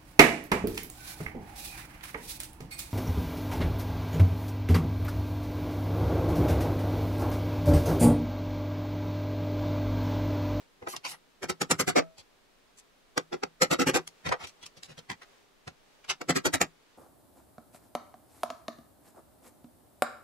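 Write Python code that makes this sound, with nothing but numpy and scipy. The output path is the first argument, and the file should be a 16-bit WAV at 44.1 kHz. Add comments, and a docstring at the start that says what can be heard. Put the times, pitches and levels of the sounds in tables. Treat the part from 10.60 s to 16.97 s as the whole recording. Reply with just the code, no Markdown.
"""A small, quiet workshop: a small hammer taps a steel pin into the alloy housing of a nail gun on a rubber mat,
in three quick runs. Each blow is a noise burst that swells, cracks and dies, shaped by the gun's resonances.
Before and between the runs, tools and gun slide, click and are set down as softer bursts with thuds. Steel parts
jingle as dying sines, fingers rub as swells of noise, the room answers faintly and a steady hush lies behind."""
import sys
import numpy as np
from scipy import signal
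from scipy.fft import rfft, irfft, next_fast_len
from scipy.io import wavfile
from scipy.ndimage import map_coordinates

SR = 44100
rng = np.random.default_rng(int(sys.argv[2]) if len(sys.argv) > 2 else 0)


def generate_wav(signal):
    """Clip the signal to [-1, 1] and save it as 16-bit WAV at the path in sys.argv[1]."""
    frames = np.transpose(np.atleast_2d(signal))
    scaled = np.clip(frames, -1, 1) * 32767
    pcm = np.round(scaled).astype(np.int16)
    wavfile.write(sys.argv[1], SR, pcm)


N = 281049

# Registers of a contact, thud to fizz. Each row: lower edge in Hz, upper edge in Hz.
REGISTERS_HZ = [(60, 260), (260, 700), (700, 2400), (2400, 6000), (6000, 15500)]


def amp(db):
    """Decibels to gain."""
    return 10 ** (np.asarray(db) / 20)


def unit(x):
    """Scaled to rms 1."""
    return x / np.sqrt(np.mean(x ** 2) + 1e-20)


def along(points, hz):
    """(Hz, value) points read on a log frequency axis."""
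    f, v = np.transpose(points)
    return np.interp(np.log(hz + 1), np.log(f + 1), v)


def filtered(x, response):
    """x times a response of frequency."""
    n = x.shape[-1]
    m = next_fast_len(n + 2048)
    spectrum = rfft(x, m) * response(np.fft.rfftfreq(m, 1 / SR))
    return irfft(spectrum, m)[..., :n]


def noise(size, alike):
    """Stereo white noise; alike is the correlation of the two channels."""
    common, side = rng.standard_normal((2, size))
    turn = np.arccos(np.clip(alike, -1, 1)) / 2
    return np.cos(turn) * common + np.sin(turn) * np.array([side, -side])


def add(track, s, sound):
    """Mix a stereo sound into the track from time s."""
    start = max(round(s * SR), 0)
    part = sound[:, :N - start]
    track[:, start:start + part.shape[1]] += part


def ripple(hz, step_hz):
    """A smooth random curve over frequency, one knot every step_hz."""
    return map_coordinates(rng.standard_normal(1024), [hz / step_hz], mode="wrap")


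def favoured(hz, centre_hz, width, boost_db):
    """Gain of the resonance that the point of contact drives hardest; width is relative to its centre."""
    return amp(boost_db / (1 + (2 * (hz / centre_hz - 1) / width) ** 2))


def octaves_above(hz):
    """How far the middle of each register, knock to fizz, lies above hz."""
    return np.log2(REGISTERS_HZ[1:]).mean(axis=1) - np.log2(hz)


def body(broad, hz, ringing):
    """Gain of the gun: its resonances, scaled in dB by ringing, stand on a broad response."""
    # Resonances of the gun on the bench. Each row: centre in Hz, width in Hz,
    # height over the broad response in dB before ringing scales it.
    resonances = [(163, 53, 10), (268.7, 14, 8.5), (303, 12, 5.5), (371.5, 54, 10), (479.7, 56, 8),
                  (518, 28, 5.5), (723, 24, 4), (818, 46, 4.5), (1200, 85, 3.5), (1322, 66, 5),
                  (1600, 110, 2), (1949, 170, 4), (2440, 150, 1), (3197, 55, 5), (3796, 70, 6),
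                  (4480, 74, 6.5), (5600, 130, 4.5), (6900, 170, 5.5), (7400, 290, 4), (7826, 115, 8.5),
                  (9930, 35, 3.5)]
    peaks_db = sum(db / (1 + (2 * (hz - centre) / width) ** 2) for centre, width, db in resonances)
    return amp(along(broad, hz) + ringing * peaks_db)


def contacts(rows, broad, ringing, knock_db, ring_db, swell_shape, decay, grain_db):
    """Each burst swells to its peak, with or without a crack, holds, then every register dies at its own speed."""
    # Decay of each register, thud to fizz: t60 in s before decay scales it. Mat and hand damp the treble most.
    register_t60_s = [.135, 0.094, 0.095, 0.083, 0.05]
    # Crack of each register, thud to fizz. Each row: share of crack and of grain (0-1), time constant in s.
    crack_shares = [(0, .004), (0.299, 0.0023), (0.901, 0.0037), (1, 0.0021), (1, 0.0022)]
    size, lead_s = 12288, .06
    track = np.zeros((2, N))
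    t = np.arange(size) / SR - lead_s
    hz = np.fft.rfftfreq(size, 1 / SR) + 1
    colour = body(broad, hz, ringing)
    bands = []
    for k, (low_hz, high_hz) in enumerate(REGISTERS_HZ):
        low_cut = 1 + (low_hz / hz) ** (16 if k else 6)  # gentler under the thud
        high_cut = 1 + (hz / high_hz) ** 16
        bands.append(colour / np.sqrt(low_cut * high_cut))
    for s, swell_s, hold_s, crack_db, levels_db, knock_hz, ring_hz in rows:
        # each contact picks out its own set of the many upper modes
        uneven_db = 2.3 * np.minimum(hz / 1500, 1) * (ripple(hz, 70) + .7 * ripple(hz, 260))
        modes = amp(uneven_db)
        modes = modes * favoured(hz, knock_hz, 0.096, knock_db) * favoured(hz, ring_hz, 0.3, ring_db)
        # same noise in both channels, phase between them varying over frequency
        spread = np.exp(1j * np.outer([1, -1], 1.15 * ripple(hz, 200)))
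        noise_spectrum = modes * spread * np.exp(2j * np.pi * rng.random(len(hz)))
        # random levels, 400 a second, make the burst grainy
        grain = amp(grain_db * map_coordinates(rng.standard_normal(128), [(t + lead_s) * 400]))
        rise_db = -30 * (np.maximum(-t, 0) / max(swell_s, .004)) ** swell_shape
        for band, db, t60_s, (share, crack_s) in zip(bands, levels_db, register_t60_s, crack_shares):
            crack = share * amp(crack_db - 3.0) * np.exp(-np.abs(t) / crack_s)
            fall_db = -60 * np.maximum(t - hold_s, 0) / (t60_s * decay)
            shape = np.hypot(amp(rise_db + fall_db) * grain ** share, crack)
            burst = shape * irfft(noise_spectrum * band)
            # each channel carries the energy of the envelope
            burst *= np.linalg.norm(shape) / np.linalg.norm(burst, axis=1, keepdims=True)
            add(track, s - lead_s, amp(db) * burst)
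    return track


def rings(strikes, modes, attack_s):
    """Freely dying modes, at new strengths for each strike and at their own phase in each channel."""
    track, t = np.zeros((2, N)), np.arange(SR // 2) / SR
    for s, db in strikes:
        for hz, mode_db, t60_s in modes:
            phase = rng.uniform(0, 2 * np.pi) + rng.normal(0, 1.0, (2, 1))
            level_db = db + mode_db + rng.normal(0, 1.7)
            fade = amp(level_db - 60 * t / t60_s) * (1 - np.exp(-t / attack_s))
            add(track, s, fade * np.sin(2 * np.pi * hz * t + phase))
    return track


def room_tone():
    """The steady hush of the workshop: coloured noise at -64 dB rms."""
    # Spectrum of the hush. Each row: frequency in Hz, relative density in dB.
    air = [(12, -14.5), (20, -2.5), (64, -22), (252, -13.5), (306, -12.5), (333, -17), (393, -11.5),
           (465, -14), (932, -18), (1070, -18), (2610, -22), (3850, -23.5), (15500, -39)]
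    return amp(-64) * unit(filtered(noise(N, .15), lambda hz: amp(along(air, hz))))


def walls(x):
    """The small room's answer: convolution with noise that dies at a different speed in each band."""
    # Each row: frequency in Hz, t60 in s.
    wall_t60 = [(150, 0.12), (1000, 0.24), (4000, 0.14), (12000, 0.22)]
    hz, t, z = signal.stft(rng.standard_normal((2, SR // 2)), SR, nperseg=256)
    dying = z * amp(-60 * t / along(wall_t60, hz)[:, None])
    tail = signal.istft(dying, SR, nperseg=256)[1]
    return signal.fftconvolve(x, tail / np.linalg.norm(tail[0]), axes=1)[:, :N]


def hands():
    """Small steel parts jingle as dying modes; fingers rub as noise, each stroke swelling and fading."""
    # Fingers rubbing over the tool. Each row: centre in s, half-length to 1/e in s, peak level in dB.
    rubs = [(0, 0.047, -60), (3.584, 0.14, -67), (3.95, 0.33, -66), (4.448, 0.18, -71.5),
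            (4.734, 0.12, -63.5), (5.361, 0.19, -66.5), (6.33, .25, -71)]
    # Spectrum of rubbing skin. Each row: frequency in Hz, relative density in dB.
    skin = [(100, -9), (400, 4), (2500, -3.5), (7000, -10), (12000, -22), (15500, -22.5)]
    # Small steel parts being picked up. Each row: start in s, level in dB.
    jingles = [(.282, -53), (.3, -54), (.32, -54), (.485, -53), (.505, -52)]
    # Modes of those parts. Each row: frequency in Hz, mean level over the jingle in dB, t60 in s.
    steel = [(8300, 3, 0.11), (8900, 9, 0.11), (9700, 13, 0.1), (10100, 17.5, 0.057), (10500, -1, 0.13),
             (10900, 13.5, 0.12), (11700, 7, .11), (13170, 18, 0.062), (14080, 0, .1)]
    t = np.arange(N) / SR
    strokes = sum(amp(db) * np.exp(-((t - s) / length_s) ** 2) for s, length_s, db in rubs)
    rub = strokes * unit(filtered(noise(N, 0.067), lambda hz: amp(along(skin, hz))))
    return rings(jingles, steel, attack_s=.014) + rub


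def handling():
    """Tools slide and click, each around its own ring; whatever weight lands on the bench thuds and knocks."""
    # Slides, clicks and set-downs of gun and tools. Each row: time of the peak in s, hold after the peak in s,
    # crack setting in dB (3 dB over its peak relative to the burst), level in dB, ring in Hz, thud in dB.
    moves = [(.227, .011, 13, -47, 520, -54), (.275, 0.0067, 14.5, -37.5, 800, -51),
             (.291, .04, -7, -48, 5500, -76), (.338, .014, 4.5, -45, 1150, -65),
             (0.366, 0.0046, 16.5, -47, 4740, -57), (0.452, 0.014, 8, -36, 2700, -60),
             (.48, .04, -20, -45.5, 5500, -66), (.52, .028, 10, -51, 2000, -65),
             (1.584, .021, 4, -54, 4550, -62.5), (2.186, .013, -25, -57, 7450, -81),
             (3.477, 0.0062, 18, -51, 6300, -66), (3.666, .004, -8, -32, 1970, -37),
             (3.692, 0.0008, 8, -37.5, 2420, -34.5), (3.725, 0.0029, 6, -25, 965, -48),
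             (3.809, 0.032, -20, -45.5, 1920, -62), (3.844, 0.0031, -12, -42, 3120, -51.5),
             (3.873, .022, 12, -53.5, 5640, -68), (4.034, 0.0016, -10, -47, 3380, -61),
             (4.065, .001, 7, -48, 5700, -69), (4.175, .004, 1, -56.5, 4600, -57),
             (4.234, 0.026, 18, -54, 4800, -70), (4.299, 0.021, -20, -54, 2800, -53.5),
             (4.381, 0.011, 8, -52.5, 3300, -52.5), (4.502, 0.017, 9, -38.5, 2100, -46),
             (4.621, 0.012, 9, -52.5, 2046, -82), (5.079, .004, 12, -46, 2300, -45),
             (5.448, .001, 4.5, -54, 2310, -68), (5.5, .011, 3, -30, 3100, -55)]
    # Broad response of a handled contact. Each row: frequency in Hz, relative density in dB.
    handled = [(30, -29), (80, 3), (300, -4), (1000, 4), (2400, -4), (4000, -7), (7800, -8.5), (9500, -7.5),
               (13000, -17), (15500, -37)]
    fade_below_db, fade_above_db = 6.5, 9  # per octave away from the ring
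    touches = []
    for s, hold_s, crack_db, db, ring_hz, thud_db in moves:
        away = octaves_above(ring_hz)
        upper_db = db - np.maximum(-fade_below_db * away, fade_above_db * away) + 3
        upper_db[0] = max(upper_db[0], thud_db - 2)  # a thud brings a knock
        swell_s = .022 - .00035 * crack_db  # less crack, gentler start
        touches.append((s, swell_s, hold_s, crack_db, [thud_db, *upper_db], 372, ring_hz))
    return contacts(touches, handled, ringing=0.696, knock_db=7.5, ring_db=4.5, swell_shape=1.26,
                    decay=1.0, grain_db=1.5)


def hammer():
    """Blows on the pin shake the whole gun: a hard one is bright, a low one thuds and rocks it more."""
    # Hammer blows. Each row: time of the peak in s, hold after the peak in s, crack setting in dB
    # (3 dB over its peak relative to the burst), level in dB, hardness in dB, knock in Hz, ring in Hz.
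    taps = [(.832, 0.011, -2, -39.5, -2, 390, 2160), (0.9, 0.00084, 3.5, -32, 1, 370, 1380),
            (1.018, 0.0031, 9, -32, 3, 305, 7400), (1.113, .005, 5, -26, 6, 383, 7900),
            (1.2, .011, -8.5, -29.5, 6, 404, 1400), (1.28, 0.018, -17, -31.5, 1, 282, 1980),
            (1.365, .023, -3.5, -27, -8.5, 443, 783), (2.579, 0.0012, 16, -34, -5, 470, 1220),
            (2.731, 0.0099, 6.5, -41.5, -14, 366, 705), (2.837, 0.00087, 18.5, -41, -12, 398, 940),
            (3.022, .012, 11, -25, 1, 512, 1620), (3.114, .024, -22, -29.5, -1.5, 358, 1280),
            (3.198, .025, -21, -30, -3, 282, 1320), (3.272, .026, 3, -30.5, -1, 255, 1820),
            (3.347, .025, -19, -29.5, -0.5, 388, 790), (5.617, 0.00091, 12.5, -44.5, -6, 300, 1130),
            (5.697, .008, -18, -28, 0, 262, 1960), (5.762, .012, -12, -30.5, 1, 366, 1300),
            (5.858, .01, 3.5, -28.5, 2, 314, 1680), (5.941, 0.0087, 7.5, -30.5, 5.5, 375, 1930),
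            (6.016, 0.0082, 14.5, -30.5, 3.5, 364, 1310)]
    # Registers of a blow, knock to fizz; a hard contact trades knock for fizz.
    # Each row: offset from the blow's level in dB, share of its hardness.
    blow_registers = [(2.3, -.6), (0, 0), (-1.8, .08), (-5.5, 1)]
    # Broad response of a struck contact. Each row: frequency in Hz, relative density in dB.
    struck_response = [(30, -14), (60, -3.5), (90, -1.5), (400, 0), (650, 1), (1400, 6.5), (2300, -1.5),
                       (3200, -8.5), (7800, -9), (9300, -13), (12200, -12.5), (14000, -25), (15500, -37.5)]
    # The gun rocks on the mat after every blow. Each row: frequency in Hz, mean level in dB, t60 in s.
    rocking = [(162, -3.5, 0.36), (378.8, -3, 0.15)]
    # The last blow of the first run seats the pin: time in s, level in dB.
    seated = (1.365, -34)
    # The whole frame then rings on. Each row: frequency in Hz, mean level in dB, t60 in s.
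    frame = [(169, 5, 0.25), (430, -8, 0.18), (648, -2, 0.38), (1300, -12.5, 0.33), (1437, -24, .2)]
    blows, shoves = [], []
    for s, hold_s, crack_db, db, hardness_db, knock_hz, ring_hz in taps:
        # the lower the knock, the more of the gun's weight thuds: 7 dB per octave
        thud_db = db - 5 - 7 * np.log2(knock_hz / 365.3)
        upper_db = [db + over_db + share * hardness_db for over_db, share in blow_registers]
        swell_s = .0175 - .12 * hold_s  # longer hold, quicker swell
        blows.append((s, swell_s, hold_s, crack_db, [thud_db, *upper_db], knock_hz, ring_hz))
        shoves.append((s, thud_db - 7))
    struck = contacts(blows, struck_response, ringing=1.15, knock_db=7, ring_db=4.0, swell_shape=1.33,
                      decay=0.96, grain_db=1.46)
    rocked = rings(shoves, rocking, attack_s=0.0059)
    return struck + rocked + rings([seated], frame, attack_s=0.00825)


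def scene():
    """The work on the bench, its room and the hush behind it."""
    bench = hands() + handling() + hammer()
    return bench + amp(-25.5) * walls(bench) + room_tone()


def record(dry):
    """Band limit: nothing passes from 15.7 kHz up."""
    return filtered(dry, lambda hz: hz < 15700)


dry = scene()
out = record(dry)
generate_wav(out)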